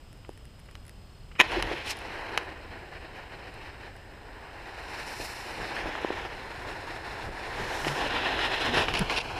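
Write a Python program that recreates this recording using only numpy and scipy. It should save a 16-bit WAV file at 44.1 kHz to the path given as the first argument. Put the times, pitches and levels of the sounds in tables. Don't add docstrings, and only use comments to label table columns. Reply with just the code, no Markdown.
import sys
import numpy as np
from scipy import signal
from scipy.fft import rfft, irfft, next_fast_len
from scipy.io import wavfile
from scipy.ndimage import uniform_filter1d, map_coordinates

SR = 44100
rng = np.random.default_rng(int(sys.argv[2]) if len(sys.argv) > 2 else 0)


def unload_wav(signal):
    wavfile.write(
        sys.argv[1],
        SR,
        np.round(np.clip(np.atleast_2d(signal).T, -1, 1) * 32767).astype(np.int16),
    )


N = 414099
TIME = np.arange(N) / SR
SPIT_S = 1.91

# (low edge [Hz], high edge [Hz],
# level [dB], share of flow [ratio], share of surge [ratio], share of spit [ratio], flutter spread [dB])
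JET_PARTS = [(654, 1943, 0, 0.99, 0.72, .25, 1.0), (169, 660, -4.5, 0.86, 0.43, 0.12, 1.14),
             (2050, 5160, -0.5, 1.0, 0.81, 0.73, 1.0), (5330, 20500, 0.5, 0.89, 0.84, 1.36, 0.6)]
# (time [s], level [dB])
FLOW = [(1.43, -45), (1.52, -36.5), (1.74, -39.5), (1.84, -47), (2.1, -43), (2.38, -40.5), (2.6, -50.5),
        (3.7, -49.5), (3.98, -55), (4.5, -48.5), (4.92, -43.5), (5.42, -43.5), (5.62, -39.5), (6.15, -39.5),
        (6.36, -43), (7.3, -43), (7.6, -37), (8.24, -33), (8.38, -35.5), (8.88, -35), (9.03, -38.5),
        (9.29, -42), (9.39, -36.5)]
# (time [s], level against the rush [dB])
UNEVEN_BURN = [(1.43, -10), (1.95, -9), (2.2, -10.5), (7.6, -15), (8.3, -13.5), (9.0, -6.5), (9.39, -15)]
# (centre [Hz], width [Hz], level [dB])
CRACK_MODES = [(394, 260, -7.5), (820, 210, -2), (1190, 310, 0), (2140, 510, 1.5), (2980, 190, 4),
               (3990, 230, -6.5), (5150, 570, -12.5), (5940, 400, -13.5), (6960, 900, -19.5),
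               (9960, 850, -20.5), (12000, 840, -23.5)]


def from_db(db):
    return 10 ** (np.asarray(db) / 20)


def rms_one(x):
    return x / np.sqrt(np.mean(x ** 2) + 1e-20)


def in_time(rows):
    s, *columns = np.transpose(rows)
    return [np.interp(TIME, s, column) for column in columns]


def add(out, s, sound):
    start = max(round(s * SR), 0)
    out[start:start + len(sound)] += sound[:max(N - start, 0)]


def drift(rate, size=N):
    knots = np.arange(size) * rate / SR
    return rms_one(map_coordinates(rng.standard_normal(4000), [knots], order=1, mode="wrap"))


def swell(length_s):
    return np.sin(np.linspace(0, np.pi, int(length_s * SR)))


def filtered(x, order, edge_hz, kind):
    return signal.sosfilt(signal.butter(order, edge_hz, kind, fs=SR, output="sos"), x)


def coloured_noise(colour, peaks=()):
    size = next_fast_len(N, True)
    hz = np.arange(1, size // 2 + 2) * SR / size
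    points = np.array(colour)
    db = np.interp(np.log(hz), np.log(points[:, 0]), points[:, 1])
    for centre, width, lift_db in peaks:
        db = db + lift_db / (1 + (2 * (hz - centre) / width) ** 2)
    spectrum = rfft(rng.standard_normal(size)) * from_db(db)
    return rms_one(irfft(spectrum, size)[:N])


def resonator(hz, width_hz):
    r = np.exp(-np.pi * width_hz / SR)
    poles = [1, -2 * r * np.cos(2 * np.pi * hz / SR), r * r]
    return (1 - r * r) / 2, [1, 0, -1], poles


def resonate(x, modes):
    out = 0
    for k, (hz, width_hz, db) in enumerate(modes):
        gain, zeros, poles = resonator(hz, width_hz)
        out = out + (-1) ** k * from_db(db) * gain * signal.lfilter(zeros, poles, x)
    return out


def notched(x, hz, depth, width_hz, size=512):
    out, state = x.copy(), np.zeros(2)
    for i in range(0, N, size):
        gain, zeros, poles = resonator(hz[i], width_hz)
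        band, state = signal.lfilter(zeros, poles, x[i:i + size], zi=state)
        out[i:i + size] -= depth[i] * gain * band
    return out


def blow(modes, length_s, soft_hz=15000, size=4096):
    dying = np.exp(-np.arange(size) / (length_s * SR))
    force = rng.standard_normal(size) * dying
    force[0] += 3
    force = irfft(np.exp(1j * np.angle(rfft(force)))) * np.sqrt(dying)
    sound = resonate(filtered(force, 2, min(soft_hz, .45 * SR), "low"), modes)
    return sound / np.abs(sound).max()


def grains(per_s, spread_db, size=N):
    born = rng.random(size) < per_s / SR
    sizes = from_db(spread_db * np.minimum(rng.exponential(1, size), 4))
    return rms_one(born * sizes * rng.choice([-1, 1], size))


def woodland_air(level_db=-49):
    # (frequency [Hz], relative density [dB per Hz])
    air_colour = [(20, -3), (60, -2), (95, -4.5), (150, -15), (260, -18), (600, -22), (1300, -27.5),
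                  (2200, -31.5), (3000, -28), (3800, -35), (5200, -37), (6200, -44.5), (7900, -37),
                  (9200, -40.5), (9800, -49), (10900, -51.5), (12800, -45.5), (15500, -51)]
    return from_db(level_db) * coloured_noise(air_colour)


def gusting():
    # (middle [s], half length [s], lift [dB])
    gust_rows = [(.47, .05, 3), (1.63, 0.17, 9.5), (4.65, .45, -4), (5.21, 0.022, 8), (5.6, 0.076, 9),
                 (5.86, 0.034, 11), (6.68, 0.044, 5), (7.284, 0.038, 10), (7.63, 0.064, 8), (8.02, 0.17, 5),
                 (8.37, 0.039, 6), (8.8, 0.17, 10), (9.0, 0.067, 8.5), (9.31, .04, 3)]
    return sum(lift_db * np.exp(-((TIME - s) / half_s) ** 2) for s, half_s, lift_db in gust_rows)


def rumble(start_db=-52, moving_from_s=5.2, growth_db_per_s=2):
    # (frequency [Hz], relative density [dB per Hz])
    rumble_colour = [(15, -4), (45, -4), (70, -8.5), (110, -9), (170, -13), (260, -24), (600, -62)]
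    moving_db = growth_db_per_s * np.maximum(TIME - moving_from_s, 0)
    return from_db(start_db + moving_db + gusting()) * coloured_noise(rumble_colour)


def whine(ripple_hz=75, waver_hz=40, pulses_per_s=36.8):
    beat = np.pi * pulses_per_s * TIME
    first_lift_s, lift_period_s, lift_s, lift_hz = 0.137, 0.2505, .011, 281
    since_lift = (TIME - first_lift_s + lift_period_s / 2) % lift_period_s - lift_period_s / 2
    hz = 5050 + ripple_hz * signal.sawtooth(2 * beat) + waver_hz * drift(250)
    hz = hz + lift_hz * np.exp(-(since_lift / lift_s) ** 2)
    tone = np.sqrt(2) * from_db(-70.5) * np.sin(2 * np.pi * np.cumsum(hz) / SR)

    peak_s, rise_db_per_s, fall_db_per_s = 1.22, 16, 120
    away_db = np.maximum(rise_db_per_s * (peak_s - TIME), fall_db_per_s * (TIME - peak_s))
    gate = np.sin(beat) ** 16
    pulse_hz = 4330 + waver_hz * drift(200)
    pulses = 2 * from_db(-64 - away_db) * gate * np.sin(2 * np.pi * np.cumsum(pulse_hz) / SR)
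    return tone + pulses


def foliage(slips_per_s=1800, spread_db=2.0, groan_wobble=0.046):
    # (middle [s], length [s], level [dB])
    brush_rows = [(7.882, 0.036, -37), (8.439, 0.066, -39), (8.62, 0.052, -36), (8.778, 0.052, -29.5),
                  (8.969, .08, -31.5), (9.124, 0.06, -36), (9.177, 0.043, -26.5), (9.209, 0.025, -32)]
    # (centre [Hz], width [Hz], level [dB])
    leaf_modes = [(520, 390, -3.5), (2300, 440, 1), (2700, 300, 6), (3500, 940, -3), (4700, 420, -3),
                  (5360, 450, -6.5), (10500, 550, -20)]
    # (middle [s], length [s], level [dB], start [Hz], end [Hz])
    groan_rows = [(1.579, .036, -28.5, 380, 290), (1.737, 0.039, -36, 380, 310),
                  (1.617, 0.32, -36.5, 45.5, 42), (7.90, .16, -36, 146, 146),
                  (8.714, 0.11, -35.5, 237, 252), (9.018, .036, -24, 240, 126)]
    out = np.zeros(N)
    for s, length_s, db in brush_rows:
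        contact = swell(length_s)
        scrape = rms_one(resonate(grains(slips_per_s, spread_db, size=8192), leaf_modes))
        add(out, s - length_s / 2, from_db(db) * contact * np.resize(scrape, len(contact)))
    for s, length_s, db, start_hz, end_hz in groan_rows:
        contact = swell(length_s) ** 2
        wobble = 1 + groan_wobble * drift(130, size=len(contact))
        hz = np.linspace(start_hz, end_hz, len(contact)) * wobble
        groan = np.sqrt(2) * np.sin(2 * np.pi * np.cumsum(hz) / SR)
        add(out, s - length_s / 2, from_db(db) * contact * groan)
    return out


def settling(from_s=.15, until_s=.82, middle_db=-48, spread_db=4, count=7):
    return [(from_s + when * (until_s - from_s), middle_db + spread_db * (2 * force - 1))
            for when, force in rng.random((count, 2))]


def creak(start_s=.8523, gap_s=.014, first_db=-42, growth_db=1.5, count=4):
    return [(start_s + k * gap_s, first_db + k * growth_db) for k in range(count)]


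def spit_sparks(count=5, reach_s=0.1, spark_db=-36):
    return [(SPIT_S + reach_s * when, spark_db) for when in rng.uniform(-.5, 1, count)]


def camera_case(bump_s=.00002, tick_s=0.0013, soft_hz=1400):
    # (time [s], peak [dB])
    bump_rows = [(0.2914, -26), (1.572, -22), (1.713, -22.5), (5.1995, -25.5), (5.857, -22.5),
                 (6.0464, -13), (6.1038, -15.5), (7.290, -29), (7.868, -15.5), (8.771, -16.5)]
    # (centre [Hz], width [Hz], level [dB])
    bump_modes = [(335, 144, 4), (556, 560, -0.5), (874, 270, 0)]
    # (time [s], peak [dB])
    tick_rows = [(.129, -41), (0.2924, -40), (.376, -42), (0.454, -41), (.594, -44), (.712, -42),
                 (.7533, -43), (1.519, -33), (1.625, -26), (2.434, -44), (3.542, -39), (3.965, -44),
                 (8.9931, -17), (9.183, -31)]
    # (centre [Hz], width [Hz], level [dB])
    tick_modes = [(1850, 500, 2.5), (5200, 3100, -11), (10250, 850, -2), (11050, 170, -8),
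                  (11600, 900, -20)]
    out = np.zeros(N)
    for s, db in bump_rows:
        add(out, s, from_db(db) * blow(bump_modes, bump_s, soft_hz))
    for s, db in tick_rows + creak() + settling() + spit_sparks():
        add(out, s, from_db(db) * blow(tick_modes, tick_s))
    return out


def cracks():
    # (time [s], peak before echoes [dB], length [s], brightness [Hz])
    snap_rows = [(0.248, -40, .002, 3000), (.686, -42, .008, 1990), (.753, -32, 0.0006, 12000),
                 (1.314, -40, .008, 3000), (1.352, -38.5, 0.022, 3000), (1.5184, -25, 0.0021, 12000),
                 (1.6245, -14, .002, 13000), (1.714, -23, 0.0037, 2500), (2.3756, -10, 0.0028, 11000),
                 (5.952, -22, 0.0018, 2000), (6.25, -24.5, 0.0007, 1190), (7.847, -17.5, 0.0004, 3000),
                 (7.881, -15.5, 0.0055, 9000), (8.3914, -16, .002, 6000), (8.7714, -17, 0.0018, 4000),
                 (8.883, -15, 0.0032, 4000), (8.9386, -16.5, .003, 12000), (8.951, -17.5, 0.0018, 9000),
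                 (8.973, -19, .001, 14000), (9.097, -18, 0.0061, 6000)]
    out = np.zeros(N)
    for s, db, length_s, bright_hz in snap_rows:
        add(out, s, from_db(db) * blow(CRACK_MODES, length_s, bright_hz))
    return out


def igniter(start_s=1.400, hold_s=0.014, pop_gap_s=.006, pop_offset_s=0.0017, count=4):
    # (centre [Hz], width [Hz], level [dB])
    can_modes = [(372, 170, -0.5), (990, 150, 4), (1980, 320, 6), (2560, 216, 7), (2990, 180, 3.5),
                 (3720, 560, -7), (5330, 580, -16), (6720, 620, -17), (9700, 2200, -26.5),
                 (12250, 450, -27)]
    age = TIME - start_s
    rise_db_per_s, fall_db_per_s = 2300, 7000
    fade_db = rise_db_per_s * np.maximum(-age, 0) + fall_db_per_s * np.maximum(age - hold_s, 0)
    pops_db = 3 * np.cos(2 * np.pi * (age - pop_offset_s) / pop_gap_s)
    ring = resonate(rng.standard_normal(N), can_modes)
    ring = ring / np.sqrt(uniform_filter1d(ring ** 2, size=SR // 100))
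    out = from_db(-13.5 + pops_db - np.minimum(fade_db, 200)) * ring
    for k in range(count):
        crack_s = start_s + pop_offset_s + (k - 1) * pop_gap_s
        add(out, crack_s, from_db(-9) * blow(can_modes, length_s=.0004))
    return out


def woodland_echo(x, scatter_db=-21, t60=0.22, dull_hz=5000):
    # (delay [s], level [dB])
    echo_rows = [(.008, -17), (0.017, -44)]
    age = TIME[:SR // 2]
    tail = filtered(rng.standard_normal(len(age)), 1, dull_hz, "low")
    tail = tail * from_db(-60 * age / t60)
    response = from_db(scatter_db) * tail / np.linalg.norm(tail)
    for s, db in echo_rows:
        response[round(s * SR)] += from_db(db)
    return x + signal.fftconvolve(x, response)[:N]


def sputter(rush_db, per_s=220, spread_db=-1.5):
    level_db = rush_db + in_time(UNEVEN_BURN)[0]
    crackle = rms_one(resonate(grains(per_s, spread_db), CRACK_MODES))
    return (TIME > FLOW[0][0]) * from_db(level_db) * crackle


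def surging(choke_db=1.5, choke_s=0.026, clear_s=0.0065, release_s=0.032):
    # (clearing [s], length [s], lift [dB])
    surge_rows = [(2.703, 0.075, 6), (2.917, 0.053, 3.5), (3.144, 0.067, 5.5), (3.315, 0.11, 1),
                  (3.61, 0.075, 4), (3.801, .08, 6), (4.88, 0.14, 2.5), (5.743, 0.071, 3),
                  (6.118, 0.089, 1.5), (6.668, 0.063, 4), (6.864, 0.11, 4), (7.04, .22, 3.5),
                  (7.345, 0.13, 1), (8.392, 0.072, 5), (8.512, 0.054, 3), (8.592, 0.094, 3.5),
                  (8.737, 0.11, 5.5), (9.098, .07, 7)]
    out = np.zeros(N)
    for s, length_s, lift_db in surge_rows:
        age = TIME - s
        out -= np.interp(age, [-2 * choke_s, -choke_s / 2, 0, clear_s], [0, choke_db, choke_db, 0])
        attack = np.clip(age / clear_s, 0, 1)
        release = np.clip(.5 + (s + length_s - TIME) / release_s, 0, 1)
        out += lift_db * attack * release
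    return out


def jet_levels(reference_db=-45, billow_share_of_gusts=0.4, billow_loss_per_sizzle_db=0.17):
    # (time [s], hiss level [dB], sizzle level [dB])
    treble_rows = [(1.47, 0.5, -18), (1.66, -4.5, -21), (1.81, 1.5, -16), (2.0, -4, -16.5),
                   (2.35, -7, -26.5), (2.65, -4.5, -29), (3.7, -3.5, -21), (4.2, -8, -29), (4.75, -6, -19),
                   (5.25, -2, -3.5), (5.55, -4.5, -13), (6.0, -4, -20), (6.7, -7, -17.5),
                   (7.5, -6.5, -17.5), (7.88, -7.5, -9.5), (8.15, -1.5, -21), (8.7, -1, -17),
                   (9.39, -4, -17)]
    flow_db, surge_db = in_time(FLOW)[0] - reference_db, surging()
    build_s, release_s = .08, 0.04
    spit_db = np.interp(TIME - SPIT_S, [-build_s, 0, release_s], [0, 17.5, 0])
    hiss_db, sizzle_db = in_time(treble_rows)
    billow_db = billow_share_of_gusts * gusting()
    billow_db = billow_db - billow_loss_per_sizzle_db * (sizzle_db - sizzle_db.mean())
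    levels = []
    for part, own_db in zip(JET_PARTS, [0, billow_db, hiss_db, sizzle_db]):
        _, _, db, of_flow, of_surge, of_spit, _ = part
        gas_db = of_flow * flow_db + of_surge * surge_db + of_spit * spit_db
        levels.append(reference_db + db + own_db + gas_db)
    return levels


def jet(levels, waver_db=5.5, waver_rate=55, flutter_rate=90, notch_width_hz=650,
        upper_notch_ratio=1.96, spray_db=-9, spray_hz=11500):
    # (frequency [Hz], relative density [dB per Hz])
    jet_colour = [(150, -13.5), (240, -2), (330, 3.5), (620, 0), (1020, 0.5), (1220, -4.5), (1550, 1),
                  (2600, 2), (3050, -2), (3700, -5.5), (4600, -13.5), (5500, -18), (6500, -24.5),
                  (9000, -33), (12000, -37), (15000, -49)]
    # (centre [Hz], width [Hz], lift [dB])
    jet_peaks = [(437, 220, 2.5), (837, 380, 4.5), (1850, 320, 4), (4150, 380, 5), (5260, 340, 6.5),
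                 (7500, 830, 1), (9100, 480, 6.5), (10250, 400, 3.5), (12400, 400, 2)]
    # (time [s], notch [Hz], depth [0-1])
    aim_rows = [(1.8, 3870, 0.3), (1.92, 3350, 0), (2.2, 3500, 0.84), (5.7, 3260, .66), (5.95, 4500, .5),
                (6.2, 4400, .5), (6.38, 3000, 0.44), (7.4, 3170, 0.6), (7.65, 2820, 0.2),
                (7.95, 2180, 0.36), (8.65, 2320, 0.7), (9.15, 1850, 0.85)]
    lit = np.clip((TIME - 1.405) / .012, 0, 1)
    waver = waver_db * from_db(in_time(UNEVEN_BURN)[0]) * drift(waver_rate)
    notch_hz, depth = in_time(aim_rows)
    depth = np.clip(depth, 0, 1)
    gas = notched(coloured_noise(jet_colour, jet_peaks), notch_hz, depth, notch_width_hz)
    gas = notched(gas, upper_notch_ratio * notch_hz, depth, notch_width_hz)
    out = 0
    for level_db, (low, high, *_, flutter_db) in zip(levels, JET_PARTS):
        band = signal.butter(4, [low, high], "band", fs=SR, output="sos")
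        part = signal.sosfiltfilt(band, gas)
        steady = part / np.sqrt(uniform_filter1d(part ** 2, size=SR // 8))
        out = out + steady * from_db(level_db + flutter_db * drift(flutter_rate))
    hiss_db, sizzle_db = levels[2:]
    spray = rms_one(filtered(coloured_noise(jet_colour, jet_peaks), 4, spray_hz, "high"))
    out = out + spray * from_db(2 * sizzle_db - hiss_db + spray_db)
    return lit * from_db(waver) * out


def scene():
    levels = jet_levels()
    background = woodland_air() + rumble() + whine()
    nearby = foliage() + camera_case()
    sharp = woodland_echo(igniter() + cracks())
    smoke = sputter(levels[0]) + jet(levels)
    return (background + nearby + sharp + smoke)[None]


def record(dry, low_cut_hz=18, top_cut_hz=15300):
    thinned = filtered(dry, 2, low_cut_hz, "high")
    return signal.sosfilt(signal.ellip(12, .1, 80, top_cut_hz, fs=SR, output="sos"), thinned)


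dry = scene()
out = record(dry)
unload_wav(out)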